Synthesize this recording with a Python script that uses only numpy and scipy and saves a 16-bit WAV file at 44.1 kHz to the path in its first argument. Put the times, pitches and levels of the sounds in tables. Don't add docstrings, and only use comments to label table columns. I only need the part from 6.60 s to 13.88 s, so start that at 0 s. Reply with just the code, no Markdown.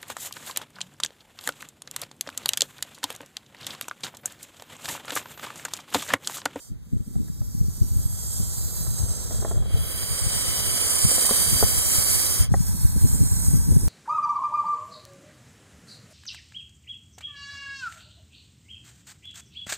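import sys
import numpy as np
from scipy import signal
from scipy.fft import rfft, irfft, next_fast_len
from scipy.io import wavfile

SR = 44100
rng = np.random.default_rng(int(sys.argv[2]) if len(sys.argv) > 2 else 0)


def generate_wav(sig):
    pcm = np.round(np.clip(np.atleast_2d(sig).T, -1, 1) * 32767).astype(np.int16)
    wavfile.write(sys.argv[1], SR, pcm)


N = 321073
TIME = np.arange(N) / SR
TOP_HZ = 15550

# (time [s], envelope peak of the hardest eddy [dB], decay length [s], eddy pitch [Hz])
GUSTS = [(0.118, -21, 0.051, 109), (0.334, -14, 0.018, 136), (0.369, -17, 0.011, 88),
         (0.407, -16.5, 0.016, 97), (0.481, -20, 0.028, 98), (0.564, -14, 0.022, 150),
         (0.615, -18.5, 0.046, 111), (0.702, -16.5, 0.013, 139), (0.81, -16.5, 0.033, 105),
         (0.952, -16.5, 0.021, 147), (1.014, -7, 0.04, 111), (1.085, -16, 0.016, 155),
         (1.219, -4, 0.039, 100), (1.338, -24, 0.022, 92), (1.368, -11.5, 0.12, 71),
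         (1.459, -9, 0.0091, 93), (1.702, -17.5, 0.024, 86), (1.802, -13, 0.036, 139),
         (2.059, -18, 0.015, 79.6), (2.283, -17, 0.022, 88), (2.407, -15, 0.03, 91), (2.44, -15, 0.045, 92),
         (2.797, -16.5, 0.2, 76), (2.973, -12.5, 0.15, 85), (3.148, -6.5, 0.049, 89),
         (3.669, -11, 0.026, 102), (3.85, -26, 0.033, 58), (4.452, -5, 0.02, 129),
         (4.932, -10.5, 0.024, 120), (4.967, -20, 0.02, 112), (5.044, -9.5, 0.061, 74),
         (5.387, -13, 0.043, 83), (5.809, -5, 0.033, 62), (5.921, -4, 0.047, 121), (6.007, -6, 0.016, 137),
         (6.253, -2, 0.0084, 92), (6.364, -9.5, 0.0077, 110), (6.448, -1.5, 0.026, 116),
         (6.534, -12, 0.033, 75), (6.616, -6.5, 0.043, 93), (6.722, -10, 0.013, 87), (6.885, -5, 0.007, 98),
         (6.939, -3, 0.018, 123), (6.956, -5.5, 0.03, 86.6), (7.091, -4.5, 0.039, 141),
         (7.119, -12, 0.026, 93), (7.167, -1.5, 0.022, 144), (7.235, -17, 0.02, 118)]


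def undb(db):
    return 10 ** (np.asarray(db) / 20)


def curves(table, times):
    s, *columns = np.transpose(table)
    return [np.interp(times, s, column) for column in columns]


def spectrum(table, hz):
    points, values = np.transpose(table)
    return np.interp(np.log(hz + 1), np.log(points), values)


def colour(x, table):
    size = next_fast_len(N)
    hz = np.fft.rfftfreq(size, 1 / SR)
    return irfft(rfft(x, size) * undb(spectrum(table, hz)), size)[..., :N]


def unit(x):
    return x / np.sqrt(np.mean(x ** 2))


def walk(rate, times):
    knots = np.arange(0, N / SR + 1, 1 / rate)
    return unit(np.interp(times, knots, rng.standard_normal(len(knots))))


def add(track, s, sound):
    start = max(int(s * SR), 0)
    part = sound[:max(N - start, 0)]
    track[start:start + len(part)] += part


def bump(hz, centre_hz, width_hz):
    return np.exp(-(2 * (hz - centre_hz) / width_hz) ** 2)


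def stroke(flow, throat, jet, mouth, hz, times, glottis_db=4, glottis_width_hz=1200):
    steadiness, drift_db_per_s, glottis_hz, glide_hz_per_s = throat
    level_db, sizzle_db = curves(flow, times)
    age_s = times - flow[0][0]
    slack_db = max(row[1] for row in flow) - level_db
    resonances_db = sum(db * bump(hz, centre, width) for centre, width, db in mouth)
    shape_db = spectrum(jet, hz) + resonances_db
    rush_db = (drift_db_per_s * age_s + steadiness * slack_db) * np.interp(hz, [3000, 7000], [1, 0])
    top_db = sizzle_db * np.interp(hz, [9000, 12000], [0, 1])
    glottis = glottis_db * bump(hz, glottis_hz + glide_hz_per_s * age_s, glottis_width_hz)
    return level_db + shape_db + rush_db + top_db + glottis


def windpipe(hz, times, ripple_db=1.6, waver=0.0038, full_hz=6000, stretch_per_s=0.017):
    # (time [s], ..)
    lungs_empty_s = [0.16, 5.89]
    # (trip [s], ..)
    airway_trips_s = (.00116, .0019, .0029, .0041)
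    air_s = np.min([np.abs(times - s) for s in lungs_empty_s], axis=0)
    length = (1 + stretch_per_s * air_s) * (1 + waver * walk(5.5, times))
    ripple = sum(np.cos(2 * np.pi * hz * trip_s * length) for trip_s in airway_trips_s)
    return ripple_db * ripple * np.minimum(hz / full_hz, 1)


def wander(hz, times, wander_db=1.0, band_hz=450, per_s=3):
    centres = np.arange(3000, TOP_HZ, band_hz)
    return wander_db * sum(bump(hz, centre, band_hz) * walk(per_s, times) for centre in centres)


def widen(noise, hz, times, widener_hz=2660, widener_edge=0.17, shade_reach=3, drift=0.012):
    # (frequency [Hz], signed strength)
    tie = [(220, -1.7), (450, 0.31), (800, 1.52), (1300, 1.04), (2000, 0.97), (2700, 1.44), (3650, 1.18),
           (4200, 0.64), (5350, 1.37), (6700, 0.57), (8000, 0.55), (10500, 0.67), (14000, 0.12)]
    # (start [s], end [s])
    approach_s = (2.6, 3.4)
    # (frequency [Hz], share [-1 to 1])
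    lead = [(5500, 0.22), (7000, -0.55), (8600, -0.5), (9900, -0.31), (11000, 0.39), (12300, 0.35),
            (13500, -0.35), (15000, -0.15)]
    # (frequency [Hz], lift [dB])
    widening = [(1300, -5.5), (2000, -2.5), (3100, -2), (3700, 8.5), (4300, 6.5), (4900, 0.5), (5600, 6),
                (6800, -3), (7500, -1), (8050, 2.5), (8800, 0), (14000, 2.5), (15000, -8)]
    # (time [s], relative amount)
    turn = [(0, 0.16), (3, 0.46), (3.6, 1.6), (5.8, 0.6), (6.1, 0.9), (6.7, 2.76), (7.28, 1.8)]
    # (frequency [Hz], left minus right [dB])
    shade_far = [(1500, -0.5), (3000, -0.5), (4700, 0), (7600, -4.5), (8400, -7), (9200, -6), (10300, -7),
                 (11200, -1), (12200, -6), (13600, -6), (15000, -11)]
    shade_near = [(1500, 1), (2200, -6), (3000, 0), (4000, -1), (4700, 5), (5400, -13.5), (6300, 3),
                  (7600, 2), (8400, -5.5), (9200, -7), (10300, -9), (11200, -0.5), (12200, -8), (13600, -4),
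                  (15000, -2)]

    spacing_hz = widener_hz * (1 + drift * walk(4.9, times))
    bands = np.tanh(widener_edge * np.cos(2 * np.pi * hz / spacing_hz)) / np.tanh(widener_edge)
    likeness = np.clip(-spectrum(tie, hz) * bands, -1, 1)
    near = np.interp(times, approach_s, [0, 1])
    ahead = np.clip(spectrum(lead, hz), -1, 1) * near
    mid = np.sqrt(1 + likeness)
    side = np.sqrt(1 - likeness) * undb(spectrum(widening, hz) * curves(turn, times)[0])
    common = mid * noise[0]
    apart = side * (1j * ahead * noise[0] + np.sqrt(1 - ahead ** 2) * noise[1])
    shade_db = (1 - near) * spectrum(shade_far, hz) + near * spectrum(shade_near, hz)
    shade = undb(shade_db * np.minimum(shade_reach * (1 + likeness), 1))
    stereo = np.array([(common + apart) * shade, common - apart])
    return stereo * np.sqrt(2 / (1 + shade ** 2)) / np.hypot(mid, side)


def snake(flutter_db=0.46, flicker_db=0.78, jaw_sway=0.004, lowest_hz=150, mouth_change_s=0.12):
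    # (time [s], base level [dB per Hz], top treble [dB])
    draw_in = [(0.0, -81.5, 0), (0.08, -84, 1), (0.16, -112.02, 9.59), (0.28, -96.5, 3.77),
               (0.55, -85.5, 3.5), (0.9, -84, 6.5), (1.7, -69.5, 2), (2.25, -70, 6), (2.5, -69.5, -1.1),
               (2.92, -74.5, 1.5), (3.03, -84, 4)]
    blow_out = [(3.04, -88.5, -3), (3.13, -79.5, -2), (3.27, -74, 2.5), (3.7, -65.5, -4.5),
                (4.2, -60.5, -6), (4.7, -57, -6), (5.15, -60.5, -1.5), (5.38, -57.5, -3.5), (5.81, -62, -3),
                (5.85, -72.5, -6.2), (5.89, -99, -2.5)]
    draw_again = [(5.89, -95, -4.53), (5.93, -76.5, -7), (6.05, -71, 0.5), (6.35, -70.5, -2),
                  (6.48, -65.5, -4), (6.72, -66.5, -5), (6.85, -63.5, -5.5), (7.03, -69.5, -6),
                  (7.28, -70.5, -5.5)]
    # (low rush lag [dB per dB the hiss falls], rush drift [dB/s],
    # glottis resonance at the start [Hz], its glide [Hz/s])
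    throat = [(0.4083, 3.5, 8830, -235), (0.46, 0, 8650, 150), (0.59, -1.5, 8380, -38)]
    # (frequency [Hz], relative level [dB])
    draw_in_jet = [(500.0, -15), (1000.0, -22), (2000.0, -29), (3600.0, -26.5), (6000.0, -16.5),
                   (7500.0, 0.5), (10000.0, -10.5), (12000.0, -12.5), (14000.0, -18.5), (15300.0, -20)]
    blow_out_jet = [(500.0, -10), (1000.0, -18), (2000.0, -14), (3600.0, -24.5), (6000.0, -19),
                    (7500.0, -2.55), (10000.0, 0.0), (12000.0, -3.3), (14000.0, -3.5), (15300.0, -12)]
    draw_again_jet = [(500.0, -15.5), (1000.0, -17), (2000.0, -21), (3600.0, -27), (6000.0, -15.5),
                      (7500.0, -3), (10000.0, -6.5), (12000.0, -1.6), (14000.0, -11.1), (15300.0, -17)]
    # (centre [Hz], width [Hz], height [dB])
    draw_in_mouth = [(1350, 140, 6), (3290, 270, 8.5), (3870, 560, 5), (4920, 1400, 10), (5840, 160, 10.5),
                     (6280, 600, 7.5), (7741.6, 326.5, 0), (8270, 340, 2.5), (10900, 270, 6),
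                     (11970, 455.0, 5.5), (12753.0, 447.9, 8), (13500, 322.7, -1), (14466.9, 420.6, 8)]
    blow_out_mouth = [(590, 230, 2.3), (1185, 500, 5.3), (2290, 430, 5.6), (3145, 520, 10.5),
                      (3360, 1600, 7), (3906, 143, 16.5), (4672, 670, 19.6), (5580, 950, 16),
                      (6350, 740, 7.8), (7070, 380, 7), (8000, 260, 3.5), (9000, 230, 1.4),
                      (12500, 560, 1.5), (15000, 440, 2.6)]
    draw_again_mouth = [(910, 73, 8.5), (1566, 130, 5.7), (2500, 300, 5.5), (3420, 590, 5.4),
                        (4170, 1060, 11.4), (5100, 500, 10), (5810, 510, 10.2), (6630, 350, 3.5),
                        (7950, 400, 6.5), (9100, 680, 6), (12250, 460, 4.4), (13770, 380, 4.5),
                        (14440, 420, 8)]
    # (frequency [Hz], level [dB per Hz])
    air = [(500, -99), (1000, -103), (2000, -102.5), (4500, -106), (8000, -105), (14000, -111)]

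    white = rng.standard_normal((2, N)) * np.sqrt(SR / 2)
    hz, times, noise = signal.stft(white, SR, nperseg=768)
    hz = hz[:, None]
    swayed_hz = hz * (1 + jaw_sway * walk(4, times))
    draw = stroke(draw_in, throat[0], draw_in_jet, draw_in_mouth, swayed_hz, times)
    blow = stroke(blow_out, throat[1], blow_out_jet, blow_out_mouth, swayed_hz, times)
    again = stroke(draw_again, throat[2], draw_again_jet, draw_again_mouth, swayed_hz, times)
    blowing = np.clip((times - blow_out[0][0]) / mouth_change_s + .5, 0, 1)
    db = np.where(times < draw_again[0][0], (1 - blowing) * draw + blowing * blow, again)
    db = db + windpipe(hz, times)
    db = db + flutter_db * walk(22, times) + flicker_db * walk(90, times)
    db = db + wander(hz, times) + wander(hz, times, wander_db=3.05, band_hz=170, per_s=4)
    low_cut = hz ** 2 / (hz ** 2 + lowest_hz ** 2)
    gain = np.hypot(undb(db), undb(spectrum(air, hz))) * low_cut
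    return signal.istft(widen(noise, hz, times) * gain, SR)[1][:, :N]


def gusts(body_db=-10, rise_share=0.53):
    times = TIME[::64]
    power = 0
    for s, db, length_s, _ in GUSTS:
        away = np.maximum(times - s, (s - times) / rise_share) / length_s
        power = power + (undb(db + body_db) * np.exp(-away)) ** 2
    return np.interp(TIME, times, np.sqrt(power))


def rumble(flurry_db, swirl_flurry_db=3, gust_swirl_db=8.5):
    # (frequency [Hz], relative level [dB])
    wind_colour = [(12, -20), (25, -9.5), (55, 1), (100, 1.5), (150, -8), (210, -16.5), (300, -34.5),
                   (430, -51), (700, -50), (1500, -105)]
    # (frequency [Hz], relative level [dB])
    swirl_colour = [(80, 3.5), (170, 7), (260, 1), (380, -12), (550, -24.5), (900, -46), (1600, -82)]
    # (time [s], relative level [dB], fast eddies against slow [dB])
    breeze_levels = [(0, -62, -9), (.05, -68, -26), (.1, -41, -8.5), (.9, -32, -12), (1.35, -25.5, -26),
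                     (1.95, -31, -16.5), (2.4, -25, -23), (3.1, -30, -38), (3.8, -27.5, -33),
                     (4.25, -33.5, -24), (4.65, -34, -23), (4.9, -24.5, -11.5), (5.3, -31.5, -34),
                     (5.8, -28.5, -27), (6.1, -23.5, -14), (6.7, -20, -15), (7.28, -17, -13.5)]

    flurries = undb(flurry_db * walk(55, TIME))
    slow = unit(colour(rng.standard_normal(N) * flurries, wind_colour))
    fast = unit(colour(rng.standard_normal(N) * flurries, swirl_colour))
    fast = unit(fast * undb(swirl_flurry_db * walk(40, TIME)))
    breeze, swirl = undb(curves(breeze_levels, TIME))
    gust = gusts()
    slow_level = np.hypot(breeze, gust)
    fast_level = swirl * np.hypot(breeze, undb(gust_swirl_db) * gust)
    return slow * slow_level + fast * fast_level


def buffets(eddy_cycles=0.39):
    t = np.arange(-SR // 40, SR // 40) / SR
    hits = np.zeros(N)
    for (s, db, _, eddy_hz), phase_turns in zip(GUSTS, rng.random(len(GUSTS))):
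        cycles = eddy_hz * t
        envelope = np.hanning(len(t)) / (1 + (cycles / eddy_cycles) ** 2)
        swing = np.cos(2 * np.pi * (cycles + phase_turns)) * envelope
        add(hits, s + t[0], undb(db) * swing)
    return hits


def wind(flurry_db=3.0, wind_db=-1, lopsided=0.19):
    # (frequency [Hz], share [dB])
    wind_common = [(30, -9.5), (100, -14.5), (200, -8), (320, -4.5), (500, -2)]
    hits = buffets()
    side = undb(wind_db) * rumble(flurry_db) + hits
    mid = undb(wind_db) * colour(rumble(flurry_db), wind_common) + lopsided * hits
    return .8 * np.tanh(np.array([mid + side, mid - side]) / .8)


def rub(slips_per_s=260, spread_db=1.0):
    # (time [s], level [dB])
    rub_levels = [(0, -73.5), (1.0, -79), (1.8, -75), (2.1, -52.5), (2.5, -52), (2.85, -42), (3.1, -45),
                  (3.4, -51.5), (3.8, -70)]
    # (frequency [Hz], relative level [dB])
    rub_colour = [(150, 2), (300, 9), (450, 10), (700, 6), (950, -6.5), (1800, -8.5), (3000, -97)]
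    slips = (rng.random((2, N)) < slips_per_s / SR) * rng.standard_normal((2, N))
    slips = slips * undb(spread_db * walk(29.75, TIME))
    return unit(colour(slips, rub_colour)) * undb(curves(rub_levels, TIME)[0])


def knocks(scatter_db=3.4, rattle=0.072, rattle_s=0.0057, rebound=0.39, rebound_s=0.0038, side_db=-9,
           contact_db_per_octave=8, body_s=0.008):
    # (time [s], mid rms over the first body_s before damping [dB], favoured pitch [Hz])
    knock_list = [(0.556, -50, 350), (0.682, -56, 1800), (0.818, -48, 330), (2.267, -44, 900),
                  (2.709, -37.5, 650), (2.825, -36.5, 480), (2.849, -27.5, 620), (2.880, -42, 650),
                  (2.9123, -32.5, 700), (2.974, -41.5, 550), (3.025, -43, 550), (3.158, -37.5, 453),
                  (4.515, -32.5, 850), (4.581, -29.5, 750), (4.649, -32.5, 850), (4.692, -30, 1100),
                  (4.7102, -23.5, 400), (5.0272, -19, 470), (5.9405, -22.5, 810)]
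    # (nominal frequency [Hz], nominal level [dB], t60 [s])
    case_modes = [(220, -2, 0.055), (431, -1.5, 0.048), (571, -2.5, 0.049), (682, 2.5, 0.032),
                  (784, 0, 0.029), (1055, 0, 0.022), (1270, -1.5, 0.018), (1640, -3, 0.016),
                  (1820, -2, 0.022)]
    # (frequency [Hz], gain [dB])
    case_damping = [(1850, 0), (2300, -11), (2700, -36)]

    t = np.arange(SR // 10) / SR
    hz, mode_db, t60_s = np.transpose(case_modes)[:, :, None]
    decay = np.exp(-np.log(1000) * t / t60_s)
    mid, side = np.zeros((2, N))
    for s, db, pitch_hz in knock_list:
        contact_db = -contact_db_per_octave * np.abs(np.log2(hz / pitch_hz))
        for track, share_db in ((mid, 0), (side, side_db)):
            size, detune = rng.standard_normal((2, len(case_modes), 1))
            gains = undb(mode_db + scatter_db * size + contact_db)
            signs = 1 if track is mid else (-1) ** np.arange(len(case_modes))[:, None]
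            tones = np.sin(2 * np.pi * hz * (1 + 0.029 * detune) * t)
            ring = np.sum(signs * gains * tones * decay, axis=0)
            push = (t == 0) + rattle * rng.standard_normal(len(t)) * np.exp(-t / rattle_s)
            push[int(rebound_s * SR * rng.uniform(0.7, 1.3))] += rebound
            ring = signal.fftconvolve(push, ring)[:len(t)]
            add(track, s, undb(db + share_db) * ring / np.std(ring[t < body_s]))
    return colour(np.array([mid + side, mid - side]), case_damping)


def scene():
    return snake() + wind() + rub() + knocks()


def record(dry):
    top_cut = signal.ellip(10, .2, 80, TOP_HZ, fs=SR, output="sos")
    return signal.sosfilt(top_cut, dry)


dry = scene()
out = record(dry)
generate_wav(out)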